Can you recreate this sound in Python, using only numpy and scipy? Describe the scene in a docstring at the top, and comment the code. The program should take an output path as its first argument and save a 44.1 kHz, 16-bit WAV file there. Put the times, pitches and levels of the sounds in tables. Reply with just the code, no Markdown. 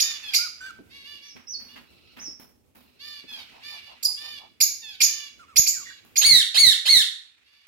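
"""Budgerigars in a wire cage in a small, hard-walled room: harmonic tones glide through fixed spectral colours.
Near birds give sharp rising chirps, thin whistles, warbled notes and three loud arched squawks.
Others call nasally and chatter softly behind.
Bursts and slow swells of coloured noise make scuffs, knocks, rubs, an uneven low rumble and a soft hiss.
Random echoes and a decaying ring, fading faster at high frequencies, put the calls in the room."""
import sys
import numpy as np
from scipy import signal
from scipy.fft import rfft, irfft, next_fast_len
from scipy.io import wavfile

SR = 44100
rng = np.random.default_rng(int(sys.argv[2]) if len(sys.argv) > 2 else 0)


def output_pcm(signal):
    """Save a mono or channel-first signal as 16-bit PCM at the path in sys.argv[1].

    Samples are clipped to [-1, 1] before scaling.
    """
    pcm = np.clip(np.atleast_2d(signal).T, -1, 1) * 32767
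    wavfile.write(sys.argv[1], SR, np.round(pcm).astype(np.int16))


N = 338247
TIME = np.arange(N) / SR
CUTOFF_HZ = 15900

# All table levels are in dB ahead of flutter, panning and room; colours are relative.
# Spectral colour of chirps and whistles. Each row: frequency in Hz, gain in dB.
CHIRP_COLOUR_DB = [(1700, -15.5), (2350, 7), (3300, -4), (4800, 5.5), (7000, -1), (8500, -27),
                   (10500, -5.5), (12000, -5.5), (13500, -8), (15500, -36.5)]
# Spectral colour of nasal calls and chatter. Each row: frequency in Hz, gain in dB.
NASAL_COLOUR_DB = [(580, -28), (1180, -16), (1750, -10), (2400, -2), (3500, 0), (4150, -3), (4750, 0),
                   (5600, -13), (8500, -29), (12000, -18), (16000, -35)]


def from_db(db):
    """Decibels to amplitude ratio."""
    return 10 ** (np.asarray(db) / 20)


def rms_one(x):
    """Scales to an rms of 1."""
    return x / np.sqrt(np.mean(x ** 2) + 1e-20)


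def at_hz(points, hz):
    """Reads a table on a log-frequency axis."""
    known_hz, values = np.transpose(points)
    return np.interp(np.log(np.maximum(hz, 1)), np.log(known_hz), values)


def in_time(curve):
    """Reads a curve at every sample."""
    return np.interp(TIME, *np.transpose(curve))


def in_steps(start_s, steps):
    """Turns steps of (s taken, pitch Hz reached, level dB reached) into a contour in time."""
    taken_s, pitch_hz, level_db = np.transpose(steps)
    return np.transpose([start_s + np.cumsum(taken_s), pitch_hz, level_db])


def tremor(size, rate_hz):
    """Smooth random wobble of spread 1: noise through a double one-pole lowpass."""
    pole = np.exp(-2 * np.pi * rate_hz / SR)
    noise = rng.standard_normal(2 * size)
    smooth = signal.lfilter([1], [1, -2 * pole, pole * pole], noise)
    return rms_one(smooth[size:])  # the filter has settled by here


def coloured_noise(colour):
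    """Stereo noise with the given spectrum, rms 1."""
    size = next_fast_len(N)
    gain = from_db(at_hz(colour, np.arange(size // 2 + 1) * SR / size))
    spectrum = rfft(rng.standard_normal((2, size))) * gain
    return rms_one(irfft(spectrum, size)[:, :N])


def syrinx(contour, colour, jitter, jitter_hz, flutter_db, edge_s, count,
           slope_db=0, rasp=0, rasp_below_hz=SR):
    """One call: a membrane's harmonics glide through a fixed colour; slack, low pitch beats unevenly."""
    s, pitch_hz, level_db = np.transpose(contour)
    span = (TIME >= s[0]) & (TIME <= s[-1] + edge_s)
    t, out = TIME[span], np.zeros(N)
    pitch_hz = np.interp(t, s, pitch_hz)
    slack = 1 / (1 + (pitch_hz / rasp_below_hz) ** 8)
    wobble = (jitter + rasp * slack) * tremor(SR, jitter_hz)[:len(t)]
    phase = 2 * np.pi * np.cumsum(pitch_hz * (1 + wobble)) / SR
    k = np.arange(1, count + 1)[:, None]
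    gains = from_db(at_hz(colour, k * pitch_hz) + slope_db * np.log2(k))
    gains = gains * (k * pitch_hz < CUTOFF_HZ)
    power = np.sum(gains ** 2, axis=0) / 2
    tone = np.sum(gains * np.sin(k * phase), axis=0) / np.sqrt(power)  # the colour leaves the level alone
    edges = np.clip(np.minimum(t - t[0], t[-1] - t) / edge_s, 0, 1)
    flutter = flutter_db * tremor(SR, jitter_hz)[:len(t)]
    out[span] = tone * edges * from_db(np.interp(t, s, level_db) + flutter)
    return out


def chirp_contour(start_s, rasp_s, climb_s, hold_s, end_note_s, top_hz, sagged_hz, leap_db, top_db):
    """A low rasp, an octave leap, a climb through a level dip, a sagging top, sometimes a lower end note."""
    rasp_from_hz, rasp_to_hz, rasp_db = 2550, 2240, leap_db - 9
    leap_hz, leap_s = 4830, 0.0047
    dip_hz, dip_db = (leap_hz + top_hz) / 2, (leap_db + top_db) / 2 - 4
    end_note_hz, end_note_db, end_drop_s = 4850, -19, 0.0036
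    steps = [(0, rasp_from_hz, rasp_db), (rasp_s, rasp_to_hz, rasp_db),
             (leap_s, leap_hz, leap_db), (climb_s / 2, dip_hz, dip_db),
             (climb_s / 2, top_hz, top_db), (hold_s, sagged_hz, top_db)]
    if end_note_s > 0:
        steps += [(end_drop_s, end_note_hz, end_note_db), (end_note_s, end_note_hz, end_note_db)]
    return in_steps(start_s, steps)


def chirps():
    """A rasping start leaps up into a high, nearly clean note."""
    # Each row: start in s, rasp length in s, climb length in s, hold on the top in s, end note length in s,
    # top pitch in Hz, pitch it sags to in Hz, level of the leap in dB, level of the top in dB,
    # brightness in dB per octave.
    chirp_rows = [(-.006, 0.0065, 0.0092, 0.0081, 0.00097, 7040, 6690, -17, -23, -1),
                  (0.335, 0.0095, 0.0057, 0.0044, 0.0085, 6670, 6424, -16, -25.5, 1),
                  (4.027, 0.0015, 0.0032, .011, 0.0092, 7450, 7050, -27, -33.5, 7.5),
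                  (4.603, 0.0055, .011, 0.016, 0, 6785, 6620, -14.5, -20.5, 5),
                  (5.004, 0.01, 0.01, 0.016, 0.0023, 7085, 6343, -14, -18.5, 0),
                  (5.559, .006, 0.013, 0.0129, 0, 6810, 6626, -15.5, -15, 2.5),
                  (5.663, 0.0067, 0.011, 0.0098, 0, 7440, 6550, -20.5, -21, 2.5),
                  (6.157, 0.0084, 0.009, 0.016, 0, 6800, 6440, -21.5, -18.5, 0)]
    return sum(syrinx(chirp_contour(*row), CHIRP_COLOUR_DB, jitter=.011, jitter_hz=700, rasp=.05,
                      rasp_below_hz=4200, edge_s=.0012, flutter_db=1.0, slope_db=bright_db, count=7)
               for *row, bright_db in chirp_rows)


def nasal_colour(beak_hz, beak_db=6.5, beak_width_hz=220):
    """The nasal colour with one more resonance, set by how far the beak opens."""
    hz = np.geomspace(NASAL_COLOUR_DB[0][0], CUTOFF_HZ, 150)
    beak = beak_db * np.exp(-((hz - beak_hz) / beak_width_hz) ** 2)
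    return np.transpose([hz, at_hz(NASAL_COLOUR_DB, hz) + beak])


def nasal_calls(scoop=.14, droop=0.053, swell_db=6, rest_hz=580, sag=.36):
    """Buzzy calls that swell and droop: those near the resting pitch scoop up, the higher ones slide down."""
    # Each row: start in s, length in s, pitch ahead of its bends in Hz, peak level in dB, beak resonance in Hz.
    call_rows = [ (0.0, 0.16, 616.4, -41.5, 3650), (0.212, 0.13, 899, -43, 3300),
                 (0.602, 0.09, 598, -54.5, 2400), (0.887, 0.17, 562, -54.5, 2200),
                 (1.025, 0.16, 584.4, -50, 2850), (1.198, 0.11, 581, -55, 2400),
                 (1.668, 0.12, 583, -58, 2900), (2.985, 0.22, 600.5, -47.5, 4420),
                 (3.264, 0.15, 881.6, -46, 3300), (3.612, 0.17, 601, -46, 2350),
                 (3.808, 0.11, 587, -54.5, 2900), (4.154, 0.23, 604.6, -46, 3250),
                 (4.808, 0.14, 923, -47.5, 3500), (4.978, 0.3, 600, -46.5, 3080),
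                 (5.798, 0.18, 581, -55.5, 4100), (7.424, 0.29, 584.4, -68, 2600)]
    least_jitter, hoarse_per_db = .0055, .0008  # softer calls are hoarser
    out, along = 0, np.linspace(0, 1, 20)
    loudest_db = max(db for *_, db, _ in call_rows)
    for start_s, length_s, hz, level_db, beak_hz in call_rows:
        slides = hz > 1.25 * rest_hz
        arch = 1 - scoop * (not slides) * (1 - along) ** 7 - droop * along ** 5
        pitch_hz = (hz + sag * (rest_hz - hz) * along) * arch
        swell = swell_db * (np.sin(np.pi * along) - 1)
        contour = np.transpose([start_s + length_s * along, pitch_hz, level_db + swell])
        jitter = least_jitter + hoarse_per_db * (loudest_db - level_db)
        out = out + syrinx(contour, nasal_colour(beak_hz), jitter=jitter, jitter_hz=205,
                           flutter_db=2.5, edge_s=0.027, count=26)
    return out


def burst(start_s, t60_s, rise_s):
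    """A quick rise and an exponential fade."""
    age_s = np.maximum(TIME - start_s, 0)
    return np.minimum(age_s / rise_s, 1) * from_db(-60 * np.minimum(age_s / t60_s, 2))


def cage_noises(boom_db=-7, knock_t60_s=.16):
    """Grainy scuffs that boom the tray, dull knocks, an uneven low rumble and a soft hiss that comes and goes."""
    # Feet and feathers on wire and perch. Each row: start in s, level in dB, fade t60 in s, crispness 0-1.
    scuff_rows = [(1.356, -47, 0.4, 0.14), (1.593, -50.5, 1, 0.56), (1.755, -43, 0.26, 0.07),
                  (2.163, -43, 0.53, 0.26), (2.396, -46, 0.36, 0.87), (2.749, -51, 0.53, 0.9),
                  (3.31, -51, 0.9, 0.6), (6.047, -56, 0.6, 0.9)]
    # Dull perch knocks. Each row: start in s, level in dB.
    knock_rows = [(0.789, -41), (1.353, -45), (2.278, -46), (3.24, -48)]
    # Dull scuff, crisp scuff, tray and hiss spectra. Each row: frequency in Hz, gain in dB.
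    dull_colour, crisp_colour = [(200, -28.5), (850, 2), (2500, 3.5), (8000, -22)], [(1000, -0.5), (8500, -17.5), (12000, -6.5)]
    tray_colour, hiss_colour = [(30, -29.5), (65, 4.5), (170, -7), (240, 0), (400, -6), (1800, -27)], [(500, -12), (2500, 9.5), (4200, -2.5), (7000, -9.5),
                                                     (13000, -19.5), (16000, -19.5)]
    # Background: tray rumble, and the soft hiss of rustle, distant chatter and room ring.
    # Each row: time in s, level in dB.
    tray_level, hiss_level = [(1.25, -63.5), (1.4, -63.5), (2.35, -59), (2.58, -64.5), (5.2, -66),
                              (5.8, -63), (7.67, -81)], [(0.0, -41.5), (0.8, -69), (1.6, -68), (2.6, -83),
                                                  (3.4, -55.5), (4.3, -63), (4.48, -73), (4.87, -66),
                                                  (6.14, -65)]

    # crisp scuffs snap at once, dull ones take longer to swell
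    strokes = np.array([from_db(db) * burst(start_s, t60_s, rise_s=.001 + .012 * (1 - crispness))
                        for start_s, db, t60_s, crispness in scuff_rows])
    scuffs = strokes.sum(axis=0)
    crisp = np.array(scuff_rows)[:, -1] @ strokes
    knocks = sum(from_db(db) * burst(start_s, knock_t60_s, rise_s=0.0003) for start_s, db in knock_rows)

    grain = from_db(2 * tremor(N, 250))
    dull_noise = (scuffs - crisp) * coloured_noise(dull_colour)
    crisp_noise = crisp * coloured_noise(crisp_colour)
    scratch = grain * (dull_noise + crisp_noise)
    hiss = from_db(in_time(hiss_level) + 2.0 * tremor(N, 40)) * coloured_noise(hiss_colour)
    tray = from_db(in_time(tray_level) + 2.4 * tremor(N, 9)) * coloured_noise(tray_colour)
    boom_colour = [(150, -17), (245, 9.5), (400, -26.0), (900, -53.5)]
    boom = from_db(boom_db) * scuffs * coloured_noise(boom_colour)
    perch = knocks * coloured_noise([(60, -10), (300, 10.5), (800, -15.0), (5000, -55)])
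    return scratch + hiss + tray + boom + perch


def warble_contour(start_s, length_s, first_hz, last_hz, level_db):
    """A straight glide at an even level, then a quick fading fall."""
    fall_s, fall_to, fade_db = .028, .84, -4
    return in_steps(start_s, [(0, first_hz, level_db), (length_s, last_hz, level_db),
                              (fall_s, fall_to * last_hz, level_db + fade_db)])


def warbles():
    """Low notes, clear or husky, over a row of faint overtones."""
    # Each row: start in s, glide length in s, first pitch in Hz, pitch at the glide's end in Hz, level in dB,
    # pitch unsteadiness as a share.
    warble_rows = [(0.384, 0.065, 1370, 1470, -42.5, .008), (0.605, 0.078, 1500, 1570, -40, .005),
                   (5.392, 0.03, 1450, 1320, -51, .008), (5.481, .035, 1370, 1300, -56, .015),
                   (5.732, 0.08, 1950, 1270, -51, .05), (5.856, 0.04, 2080, 1884, -45.5, .06)]
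    # Spectral colour. Each row: frequency in Hz, gain in dB.
    warble_colour = [(2100, 0), (2800, -18), (6000, -18), (15000, -34.5)]
    return sum(syrinx(warble_contour(*row), warble_colour, jitter=jitter, jitter_hz=200,
                      flutter_db=2.0, edge_s=0.0045, count=10) for *row, jitter in warble_rows)


def whistle_contour(start_s, top_hz, end_hz, level_db):
    """Rises, holds, falls and rests on its end pitch, swelling until it gets there."""
    from_hz, swell_db = 5100, 10.5
    rise_s, hold_s, fall_s, rest_s = .022, .03, .028, 0.016
    half_db = level_db - swell_db / 2
    return in_steps(start_s, [(0, from_hz, level_db - swell_db), (rise_s, top_hz, half_db),
                              (hold_s, top_hz, half_db), (fall_s, end_hz, level_db),
                              (rest_s, end_hz, level_db)])


def whistles():
    """Almost pure notes, some with a slight quaver, some shaken into a haze."""
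    # Each row: start in s, top pitch in Hz, end pitch in Hz, level in dB, pitch unsteadiness as a share.
    whistle_rows = [(1.226, 5820, 5580, -48.5, 0.041), (1.47, 5886, 4416, -34, 0.0067),
                    (2.192, 5940, 5290, -37.5, 0.025)]
    return sum(syrinx(whistle_contour(*row), CHIRP_COLOUR_DB, jitter=jitter, jitter_hz=296,
                      flutter_db=1, slope_db=-22.0, edge_s=0.0039, count=2)
               for *row, jitter in whistle_rows)


def chatter(pitch_spread=0.055):
    """Soft runs of quick arched syllables, each a little different in timing, pitch and strength."""
    # Each row: bout start in s, bout end in s, level in dB.
    bouts = [(1.847, 2.16, -73), (2.761, 3.0, -74.5), (3.3, 3.95, -70)]
    syllable_s, mean_top_hz, arch = 0.074, 1406, 0.31  # arch: share by which the ends lie lower
    out, along = 0, np.linspace(0, 1, 10)
    for first_s, last_s, level_db in bouts:
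        for start_s in np.arange(first_s, last_s - syllable_s / 2, syllable_s):
            late, higher, louder = rng.standard_normal(3)
            top_hz = mean_top_hz * (1 + pitch_spread * higher)
            pitch_hz = top_hz * (1 - arch * (2 * along - 1) ** 2)
            s = start_s + syllable_s * (along + late / 10)
            contour = np.transpose([s, pitch_hz, np.full_like(along, level_db + 2 * louder)])
            out = out + syrinx(contour, NASAL_COLOUR_DB, jitter=.035, jitter_hz=300,
                               flutter_db=3, edge_s=.01, count=4)
    return out


def rubs(level_db=-54, count=7):
    """A quick, even run of strokes, each swelling and fading: a hush around one hollow resonance."""
    # Each row: frequency in Hz, gain in dB.
    rub_colour = [(450, -26), (850, -10.5), (1300, -21.5), (5000, -106)]
    first_s, period_s, width_s = 3.403, 0.1719, .042
    strokes = sum(np.exp(-((TIME - first_s - k * period_s) / width_s) ** 2) for k in range(count))
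    return from_db(level_db) * strokes * coloured_noise(rub_colour)


def squawk_contour(start_s, length_s, peak_hz, level_db, count=60):
    """Scoops up, sags to a lower shelf and collapses as the breath ends; level attacks, fades, releases."""
    scoop_from_hz, scoop_s = 550, 0.025
    sag_hz, sag_at_share, sag_spread_share = 369.4, .53, .17  # shares of the length
    collapse_hz, collapse_s = 538, .02
    attack_s, release_s, edge_db, fade_db_per_s = 0.048, 0.043, -12.5, 15
    age_s = np.linspace(0, length_s, count)
    scoop = (peak_hz - scoop_from_hz) * np.exp(-(age_s / scoop_s) ** 2)
    sag = sag_hz * (1 + np.tanh((age_s / length_s - sag_at_share) / sag_spread_share)) / 2
    collapse = collapse_hz * np.exp((age_s - length_s) / collapse_s)
    effort = np.minimum(np.minimum(age_s / attack_s, (length_s - age_s) / release_s), 1)
    level = level_db + edge_db * (1 - effort) - fade_db_per_s * age_s
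    return np.transpose([start_s + age_s, peak_hz - scoop - sag - collapse, level])


def squawks():
    """A rough upward scoop, then a quavering arch led by its second harmonic and frayed in the upper ones."""
    # Each row: start in s, length in s, peak pitch ahead of its bends in Hz, level ahead of its fade in dB.
    squawk_rows = [(6.209, 0.22, 2269, -15.5), (6.54, 0.2, 2267, -15.5), (6.851, 0.18, 2236, -16.5)]
    # Spectral colour. Each row: frequency in Hz, gain in dB.
    squawk_colour = [(600, -14), (1400, -16), (2100, -16), (2700, -3.5), (4400, -1), (5200, -17),
                     (6700, -16), (8500, -16.5), (10500, -17.5), (13000, -27.5)]
    return sum(syrinx(squawk_contour(*row), squawk_colour, jitter=.0055, jitter_hz=450, rasp=.05,
                      rasp_below_hz=1300, flutter_db=1.2, edge_s=0.0056, count=14) for row in squawk_rows)


def room_response(early_db, early_t60_s=0.0068, gap_s=0.0018):
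    """Diffuse ring that dies band by band, led by sparse bounces off the near wall and the cage."""
    # Each row: band centre in Hz, t60 in s.
    ring_t60 = [(1500, 0.49), (6500, 0.42), (14000, 0.27)]
    t = TIME[:SR]
    white, hz = rfft(rng.standard_normal((2, SR))), np.arange(SR // 2 + 1)
    tail = 0
    for k, (_, t60_s) in enumerate(ring_t60):
        share = at_hz([(row[0], j == k) for j, row in enumerate(ring_t60)], hz)  # bands crossfade
        tail = tail + irfft(white * share, SR) * np.exp(-np.log(1000) * t / t60_s)
    sparse = rng.standard_normal((2, SR)) * (rng.random((2, SR)) < 900 / SR)  # about 900 bounces per s
    bounces = sparse * np.exp(-np.log(1000) * t / early_t60_s)
    parts = np.array([tail, bounces]) * (t > gap_s)
    tail, bounces = parts / np.linalg.norm(parts, axis=-1, keepdims=True)
    return tail + from_db(early_db) * bounces


def place(call, room_db, early_db, lag_ms, pan_db=-4.5):
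    """A bird's spot: direct sound, right channel lagging by lag_ms, plus room; all louder on the right."""
    direct = np.array([call, np.roll(call, round(lag_ms * SR / 1000))])
    room = signal.fftconvolve(call[None], room_response(early_db), axes=1)[:, :N]
    return (direct + from_db(room_db) * room) * from_db([[pan_db / 2], [-pan_db / 2]])


def scene():
    """Places each kind of call in the room and adds the cage noises."""
    near = place(chirps(), room_db=1.5, early_db=-0.5, lag_ms=-.38)
    far = place(nasal_calls(), room_db=1.0, early_db=4.5, lag_ms=0.13)
    low = place(warbles(), room_db=-10, early_db=-1, lag_ms=0.13)
    thin = place(whistles(), room_db=-1.5, early_db=-14, lag_ms=-0.41)
    behind = place(chatter(), room_db=8, early_db=-6, lag_ms=0)
    loud = place(squawks(), room_db=-0.15, early_db=-1.5, lag_ms=.44)
    cage = (cage_noises() + rubs()) * from_db([[-1.2], [1.2]])
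    return near + far + low + thin + behind + loud + cage


def record(dry, lopsided_left=2.3, lopsided_right=0.42, thump_hz=220):
    """Each microphone bends loud waves to one side, a soft thump under them; peaks round off, top is cut."""
    rounded = 1.4 * np.tanh(dry / 1.4)
    bend = rounded ** 4 * [[lopsided_left], [lopsided_right]]
    thump = signal.sosfilt(signal.butter(1, [50, thump_hz], "band", fs=SR, output="sos"), bend)
    top_cut = signal.ellip(10, .1, 80, CUTOFF_HZ, fs=SR, output="sos")
    return signal.sosfilt(top_cut, rounded + thump)


dry = scene()
out = record(dry)
output_pcm(out)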